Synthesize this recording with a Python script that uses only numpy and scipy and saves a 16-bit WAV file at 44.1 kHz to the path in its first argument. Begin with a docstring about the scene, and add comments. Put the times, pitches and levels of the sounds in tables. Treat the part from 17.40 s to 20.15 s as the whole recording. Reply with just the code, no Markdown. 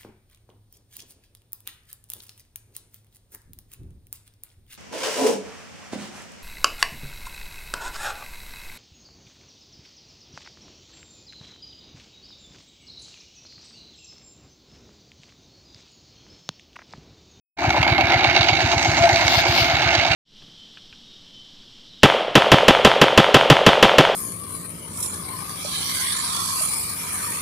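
"""In a flooded field a single-cylinder diesel tiller idles before a hand-held camera with two microphone ports.
The take fades in just before a firing; from then on every firing gives a low exhaust puff, and valves and
loose sheet metal knock in step with the crank over a dense rattle, a rumble and a faint treble hiss.
The engine slows a little and its parts change in level as the camera turns. Later one panel sings out on a
narrow note, and fingers slide over the camera body. Noise and struck resonances make the metal."""
import sys
import numpy as np
from scipy import signal
from scipy.fft import rfft, irfft, next_fast_len
from scipy.io import wavfile
from scipy.ndimage import uniform_filter1d, map_coordinates

SR = 44100
rng = np.random.default_rng(int(sys.argv[2]) if len(sys.argv) > 2 else 0)


def wav_out(sig):
    """Save sig, one row per channel (or a flat mono array), as 16-bit PCM at SR to the path in sys.argv[1]."""
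    wavfile.write(sys.argv[1], SR, np.round(np.clip(np.atleast_2d(sig).T, -1, 1) * 32767).astype(np.int16))


N = 121275  # length in samples

# Crank timing: a firing, the cycle length there, and its growth per cycle
FIRST_FIRING_S, CYCLE_S, CYCLE_GROWTH_S = .2832, .12048, .00008

# Knocks of every cycle [t/s after firing, level/dB in the hood, level/dB in the other parts]
CYCLE_KNOCKS = [(-.060, 7, -3), (-.045, -5, 4), (-.040, 8, 0), (-.032, 4, 3), (-.025, 4, 0), (.003, 2, -4),
                (.010, -4, 3), (.024, -1, 4), (.042, -2, 0)]
# Widest departures of those knocks: shared by all parts, per part, and in time
KNOCK_SCATTER_DB, KNOCK_PART_SCATTER_DB, KNOCK_JITTER_S = 2.5, 1.5, .001
# Loudest single knocks [t/s, level/dB before the gain into each part]
LOUD_KNOCKS = [(0.3039, -6.5), (0.4294, -4), (0.478, -6.5), (0.5806, -6), (0.609, -5.5), (0.7015, -9.5),
               (0.7196, -8.5), (0.8445, -8), (0.9644, -6.5), (1.011, -10), (1.0292, -11), (1.087, -9),
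               (1.0963, -14.5), (1.3162, -9.5), (1.4274, -10.5), (1.5776, -11.5), (1.791, -16),
               (1.8106, -15), (1.8794, -7.5), (2.4267, -19), (2.5514, -7.5), (2.7155, -12)]
# Gain of the loudest knocks into tank, hood, block, valves [gain/dB]
LOUD_KNOCK_GAIN_DB = [2, 10, 14, 17]
# Lowest level of the loose, random knocks in tank, hood, block, valves [level/dB]
LOOSE_KNOCK_DB = [-9, -15, -9, -9]
LOOSE_PER_S, LOOSE_SPREAD_DB = 150, 6  # the spread is added by two draws, one shared and one per part
# Steady shaking of tank, hood, block, valves under the knocks [level/dB]
STEADY_SHAKE_DB = [6, -7.5, -1.5, -7.5]
# Decay time of the chatter in tank, hood, block, valves [t/s]
CHATTER_DECAY_S = [.012, .004, .004, .004]
CHATTER_RISE_S, CONTACT_DB = .0007, -1  # the contact's level is set against the chatter that follows it

# Resonances of the fuel tank [f/Hz, width/Hz, level/dB]
TANK_MODES = [(268, 113, -3.5), (350.4, 46.6, 2)]
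# Resonances of the sheet-metal hood [f/Hz, width/Hz, level/dB]
HOOD_MODES = [(599, 86, -11), (699.5, 58, -4), (768.4, 100, -1), (900, 265, -8)]
# Resonances of the engine block [f/Hz, width/Hz, level/dB]
BLOCK_MODES = [(1293, 460, -6.5), (1659, 440, -3.5), (2151, 120, 3), (2327, 208, -2.5)]
# Resonances of the valve gear [f/Hz, width/Hz, level/dB]
VALVE_MODES = [(2721, 242, 4), (3300, 860, -3.5), (3830, 288, 2), (4493, 207, 0.5), (5200, 860, -9),
               (6460, 370, -7.5), (7600, 740, -19.5)]
# The single narrow note of one panel [f/Hz, width/Hz, level/dB]
PANEL_MODE = [(677, 13, 0)]
ENGINE_DARK_ABOVE_HZ = 8820
MODE_SWELL_DB, MODE_SWELL_PER_S = 1.3, 25  # each resonance swells and sinks on its own

# The parts as the camera turns [t/s, hood level/dB, block level/dB, valve level/dB,
# extra valve treble level/dB, block left minus right/dB]
CAMERA_TURN = [(.25, -25.5, -27, -33.5, 2.5, 4), (.55, -25.5, -26.5, -30.5, -9.5, -1),
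               (.8, -24.5, -24, -27.5, -5, 0), (1.1, -26, -27.5, -24.5, -5.5, -3),
               (1.4, -26, -27.5, -30, 6, 1), (1.7, -27, -26, -30, 5.5, 1),
               (2.0, -25.5, -26, -28.5, 3.8, -0.5), (2.3, -26, -25.5, -26, -3, 3),
               (2.75, -27.5, -24.5, -25, -2.5, -0.5)]
VALVE_TREBLE_HZ = 5000  # the extra valve treble lies above
# Tank as heard at the camera [t/s, level/dB]
TANK_LEVELS = [(.25, -34), (1, -35.5), (2.75, -39.5)]
# Singing panel as heard at the camera [t/s, level/dB]
PANEL_LEVELS = [(.25, -30.5), (1.58, -30), (1.64, -17.5), (1.8, -28.5), (1.9, -21.5), (2.0, -27),
                (2.75, -27.5)]
# Place of hood and panel between the ports [t/s, left minus right/dB]
HOOD_BALANCE = [(.25, -7), (2.75, -11.5)]

# Exhaust puffs before their scatter [t/s, peak level/dB]
PUFF_LEVELS = [(.28, -17), (.9, -20), (1.6, -18.5), (2.1, -19.5), (2.75, -20.5)]
PUFF_HZ, PUFF_SWELL_S, PUFF_STOP_S, PUFF_TOP_S = 111.1, .0089, .004, .001
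PUFF_SCATTER_DB = 1.4  # standard deviation
# Hum of the exhaust pipe after each puff [f/Hz, level/dB relative to the puff, 60 dB decay t/s]
PIPE_HUM = [(58.1, -32.5, 1), (74.5, -20.5, 0.69)]

# Fingers on the casing, by their treble [t/s, level/dB]
RUB_LEVELS = [(1.87, -49), (1.94, -39), (2.014, -41), (2.022, -60), (2.058, -73), (2.07, -49),
              (2.19, -38.5), (2.26, -47), (2.325, -52.5), (2.335, -53)]
# Colour of skin on the casing [f/Hz, density level/dB per Hz]
SKIN_COLOUR = [(1200, -43), (2800, 15), (4500, 18.5), (8500, -13), (13000, -3)]
RUB_BALANCE_DB, GRIT_DB, GRIT_SMOOTH_S = 7, 1.8, .002  # left minus right; rms of the grit

# Colour of the low rumble [f/Hz, density level/dB per Hz]
RUMBLE_COLOUR = [(30, -6), (160, 0), (500, -60)]
# Colour of the faint treble hiss [f/Hz, density level/dB per Hz]
AIR_COLOUR = [(6000, -23), (9000, 2.5), (12000, 11), (15500, 10)]
RUMBLE_DB, AIR_DB = -40.5, -55.5
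AIR_FOLLOWS = .82  # exponent by which the hiss follows the valves' shaking

# Likeness of the two ports [f/Hz, left-right likeness]
PORT_LIKENESS = [(60, .985), (700, .97), (2000, .8), (4000, .6), (8000, .1)]
# Lean of the two ports [f/Hz, left minus right/dB]
PORT_LEAN = [(350, -1), (700, 13.5), (1300, 1.5), (2300, -8.5), (4400, -6.5)]
# Delay of the left port behind the right [f/Hz, phase/rad]
PORT_LAG = [(100, 0.066), (700, 0.34), (1800, 1.5), (3900, 1.42), (4800, 4.17)]
# Fade-in of the whole take [t/s, level/dB]
FADE_IN = [(.16, -121), (.17, -24), (.19, -3), (.25, 4.5)]
MIC_LOW_HZ, MIC_TOP_HZ, CEILING = 48, 15550, 1


def amp(db):
    """Amplitude factor of a level in dB."""
    return 10 ** (np.asarray(db) / 20)


def unit(x):
    """The signal scaled to rms 1."""
    return x / np.sqrt(np.mean(x ** 2) + 1e-20)


def along(points, hz):
    """Values between (f/Hz, value) points on a log frequency axis."""
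    f, v = np.transpose(points)
    return np.interp(np.log(hz + 1), np.log(f + 1), v)


def curves(rows):
    """One value per sample for each column after the time."""
    s, *cols = np.transpose(rows)
    return [np.interp(np.arange(N) / SR, s, c) for c in cols]


def filtered(x, response):
    """The signal through a complex response of frequency."""
    m = next_fast_len(N + SR // 2)
    return irfft(rfft(x, m) * response(np.fft.rfftfreq(m, 1 / SR)), m)[..., :N]


def panned(pair, db):
    """Left raised and right lowered by half of db each."""
    return pair * amp(np.array([db / 2, -db / 2]).reshape(2, -1))


def struck(times, gains, shape, lead=0):
    """The shape placed at each time, starting lead samples early."""
    at = np.round(np.asarray(times) * SR).astype(int)
    keep = (at >= 0) & (at < N)
    impulses = np.bincount(at[keep], gains[keep], N)
    return signal.fftconvolve(impulses, shape)[lead:lead + N]


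def ports(pair):
    """Two signals, middle and side, mixed to the likeness, lean and lag of the two microphone ports."""
    def middle_and_side(hz):
        angle = np.arccos(np.clip(along(PORT_LIKENESS, hz), -1, 1)) / 2
        return np.array([np.cos(angle), np.sin(angle)])

    def left_and_right(hz):
        half = amp(along(PORT_LEAN, hz) / 2) * np.exp(-1j * along(PORT_LAG, hz) / 2)
        return np.array([half, 1 / half])

    mid, side = filtered(pair, middle_and_side)
    return filtered(np.array([mid + side, mid - side]), left_and_right)


def hiss(spectrum):
    """Two channels of coloured noise, rms 1 together."""
    noise = rng.standard_normal((2, N))
    return unit(filtered(noise, lambda hz: amp(along(spectrum, hz))))


def firings():
    """Firing times: each cycle lasts a little longer than the one before."""
    k = np.arange(-2, 22)
    return FIRST_FIRING_S + CYCLE_S * k + CYCLE_GROWTH_S * k * k / 2


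def engine():
    """Tank, hood, panel, block and valve gear ring as they are shaken; a treble hiss follows the valves."""
    tank, hood, block, valves = knocking()
    hood_db, block_db, valves_db, treble_db, block_balance = curves(CAMERA_TURN)
    tank_sound = amp(curves(TANK_LEVELS)[0]) * ringing(*tank, TANK_MODES)
    hood_sound = amp(hood_db) * ringing(*hood, HOOD_MODES)
    panel_sound = amp(curves(PANEL_LEVELS)[0]) * ringing(*tank, PANEL_MODE)  # shaken like the tank
    sheet_metal = panned(hood_sound + panel_sound, curves(HOOD_BALANCE)[0])
    block_sound = amp(block_db) * panned(ringing(*block, BLOCK_MODES), block_balance)
    gear = ringing(*valves, VALVE_MODES)
    gear_treble = filtered(gear, lambda hz: 1 - 1 / (1 + (hz / VALVE_TREBLE_HZ) ** 8))
    valve_sound = amp(valves_db) * (gear + (amp(treble_db) - 1) * gear_treble)
    return tank_sound + sheet_metal + block_sound + valve_sound + treble_air(valves[0])


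def knocking():
    """How each part is shaken: every knock is a sharp contact, then chatter that rises and dies away."""
    beats, fire = np.array(CYCLE_KNOCKS, float), firings()
    draw = rng.uniform(-1, 1, (len(fire), len(beats), 6))  # time, shared level, four part levels
    beat_s = (fire[:, None] + beats[:, 0] + KNOCK_JITTER_S * draw[..., 0]).ravel()
    loose = rng.random((N // 100, 6))  # gap, shared level, four part levels
    loose_s = np.cumsum(-np.log(1 - loose[:, 0])) / LOOSE_PER_S
    loud_s, loud_db = np.transpose(LOUD_KNOCKS)
    times = np.concatenate([beat_s, loose_s, loud_s])
    t = np.arange(SR // 20) / SR
    parts = []
    for k, decay in enumerate(CHATTER_DECAY_S):
        beat_db = beats[:, 1 if k == 1 else 2] + KNOCK_SCATTER_DB * draw[..., 1]
        beat_db = beat_db + KNOCK_PART_SCATTER_DB * draw[..., 2 + k]
        loose_db = LOOSE_KNOCK_DB[k] + LOOSE_SPREAD_DB * (loose[:, 1] + loose[:, 2 + k])
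        db = np.concatenate([beat_db.ravel(), loose_db, loud_db + LOUD_KNOCK_GAIN_DB[k]])
        chatter_shape = np.exp(-2 * t / decay) * (1 - np.exp(-t / CHATTER_RISE_S))
        chatter_power = struck(times, amp(2 * db), chatter_shape)
        shake = np.sqrt(np.abs(chatter_power) + amp(2 * STEADY_SHAKE_DB[k]))
        contact = struck(times, amp(db + CONTACT_DB) * np.sqrt(decay * SR / 2), [1])
        parts.append((shake, contact))
    return parts


def ringing(shake, contact, modes):
    """Contacts and noisy chatter drive a part's resonances, heard at both ports, rms 1."""
    force = shake * rng.standard_normal((2, N))
    force[0] += contact  # the contact is in the middle signal only

    def outside_cut(f):
        low_cut = (1j * f / (1j * f + 0.77 * modes[0][0])) ** 2
        high_cut = 1 / (1 + 1j * f / (1.48 * modes[-1][0])) ** 2
        return low_cut * high_cut / (1 + (f / ENGINE_DARK_ABOVE_HZ) ** 24)

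    total = 0
    for k, (centre, width, db) in enumerate(modes):
        swell = map_coordinates(rng.standard_normal(N // 100), [np.arange(N) * MODE_SWELL_PER_S / SR])
        driven = force * amp(db + MODE_SWELL_DB * swell)
        sign = (-1) ** k  # neighbouring resonances have opposite signs
        total = total + filtered(
            driven, lambda f: sign * 1j * f * width / (centre * centre - f * f + 1j * f * width))
    return unit(ports(filtered(total, outside_cut)))


def exhaust():
    """Each firing gives a low tone that swells and stops short, then the decaying hum of the pipe."""
    fire, half = firings(), SR // 2
    t = np.arange(-half, half) / SR
    u = t - PUFF_TOP_S
    swell = np.exp(np.minimum(u, 0) / PUFF_SWELL_S)
    stop = np.exp(-(u / PUFF_STOP_S) ** 2 / 2)
    shape = np.where(u < 0, swell, stop) * np.sin(2 * np.pi * PUFF_HZ * t)
    for hz, db, t60 in PIPE_HUM:
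        decay = (t > 0) * amp(db - 60 * np.abs(t) / t60)
        shape = shape + decay * np.sin(2 * np.pi * hz * t)
    scatter_db = PUFF_SCATTER_DB * rng.standard_normal(len(fire))
    size = amp(np.interp(fire, *np.transpose(PUFF_LEVELS)) + scatter_db)
    puffs = struck(fire, size, shape, lead=half)
    return ports(np.array([puffs, puffs]))


def fingers():
    """Skin slides on the casing, nearer the left port: coloured noise made uneven by a quick random grit."""
    roughness = uniform_filter1d(rng.standard_normal(N), round(GRIT_SMOOTH_S * SR))
    grit = amp(GRIT_DB * unit(roughness))
    rub = unit(grit) * hiss(SKIN_COLOUR)
    treble_rms = filtered(rub, lambda hz: hz > 10000).std()  # the level table speaks of this treble
    level = amp(curves([(0, -99), *RUB_LEVELS, (3, -99)])[0])
    return level * panned(rub, np.array(RUB_BALANCE_DB)) / treble_rms


def low_rumble():
    """Steady low noise as the two ports hear it."""
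    return amp(RUMBLE_DB) * ports(hiss(RUMBLE_COLOUR))


def treble_air(valve_shake):
    """Faint treble noise that rises and falls with the shaking of the valves."""
    return amp(AIR_DB) * unit(valve_shake ** AIR_FOLLOWS * hiss(AIR_COLOUR))


def scene():
    """Engine and exhaust, fingers on the camera, and the rumble behind."""
    return engine() + exhaust() + fingers() + low_rumble()


def record(dry):
    """The camera's microphones: bass cut, soft ceiling, fade-in and band limit."""
    x = filtered(dry, lambda hz: 1 - 1 / (1 + (hz / MIC_LOW_HZ) ** 4))
    x = x / (1 + np.abs(x / CEILING) ** 4) ** (1 / 4)
    return filtered(x * amp(curves(FADE_IN)[0]), lambda hz: hz < MIC_TOP_HZ)


dry = scene()
out = record(dry)
wav_out(out)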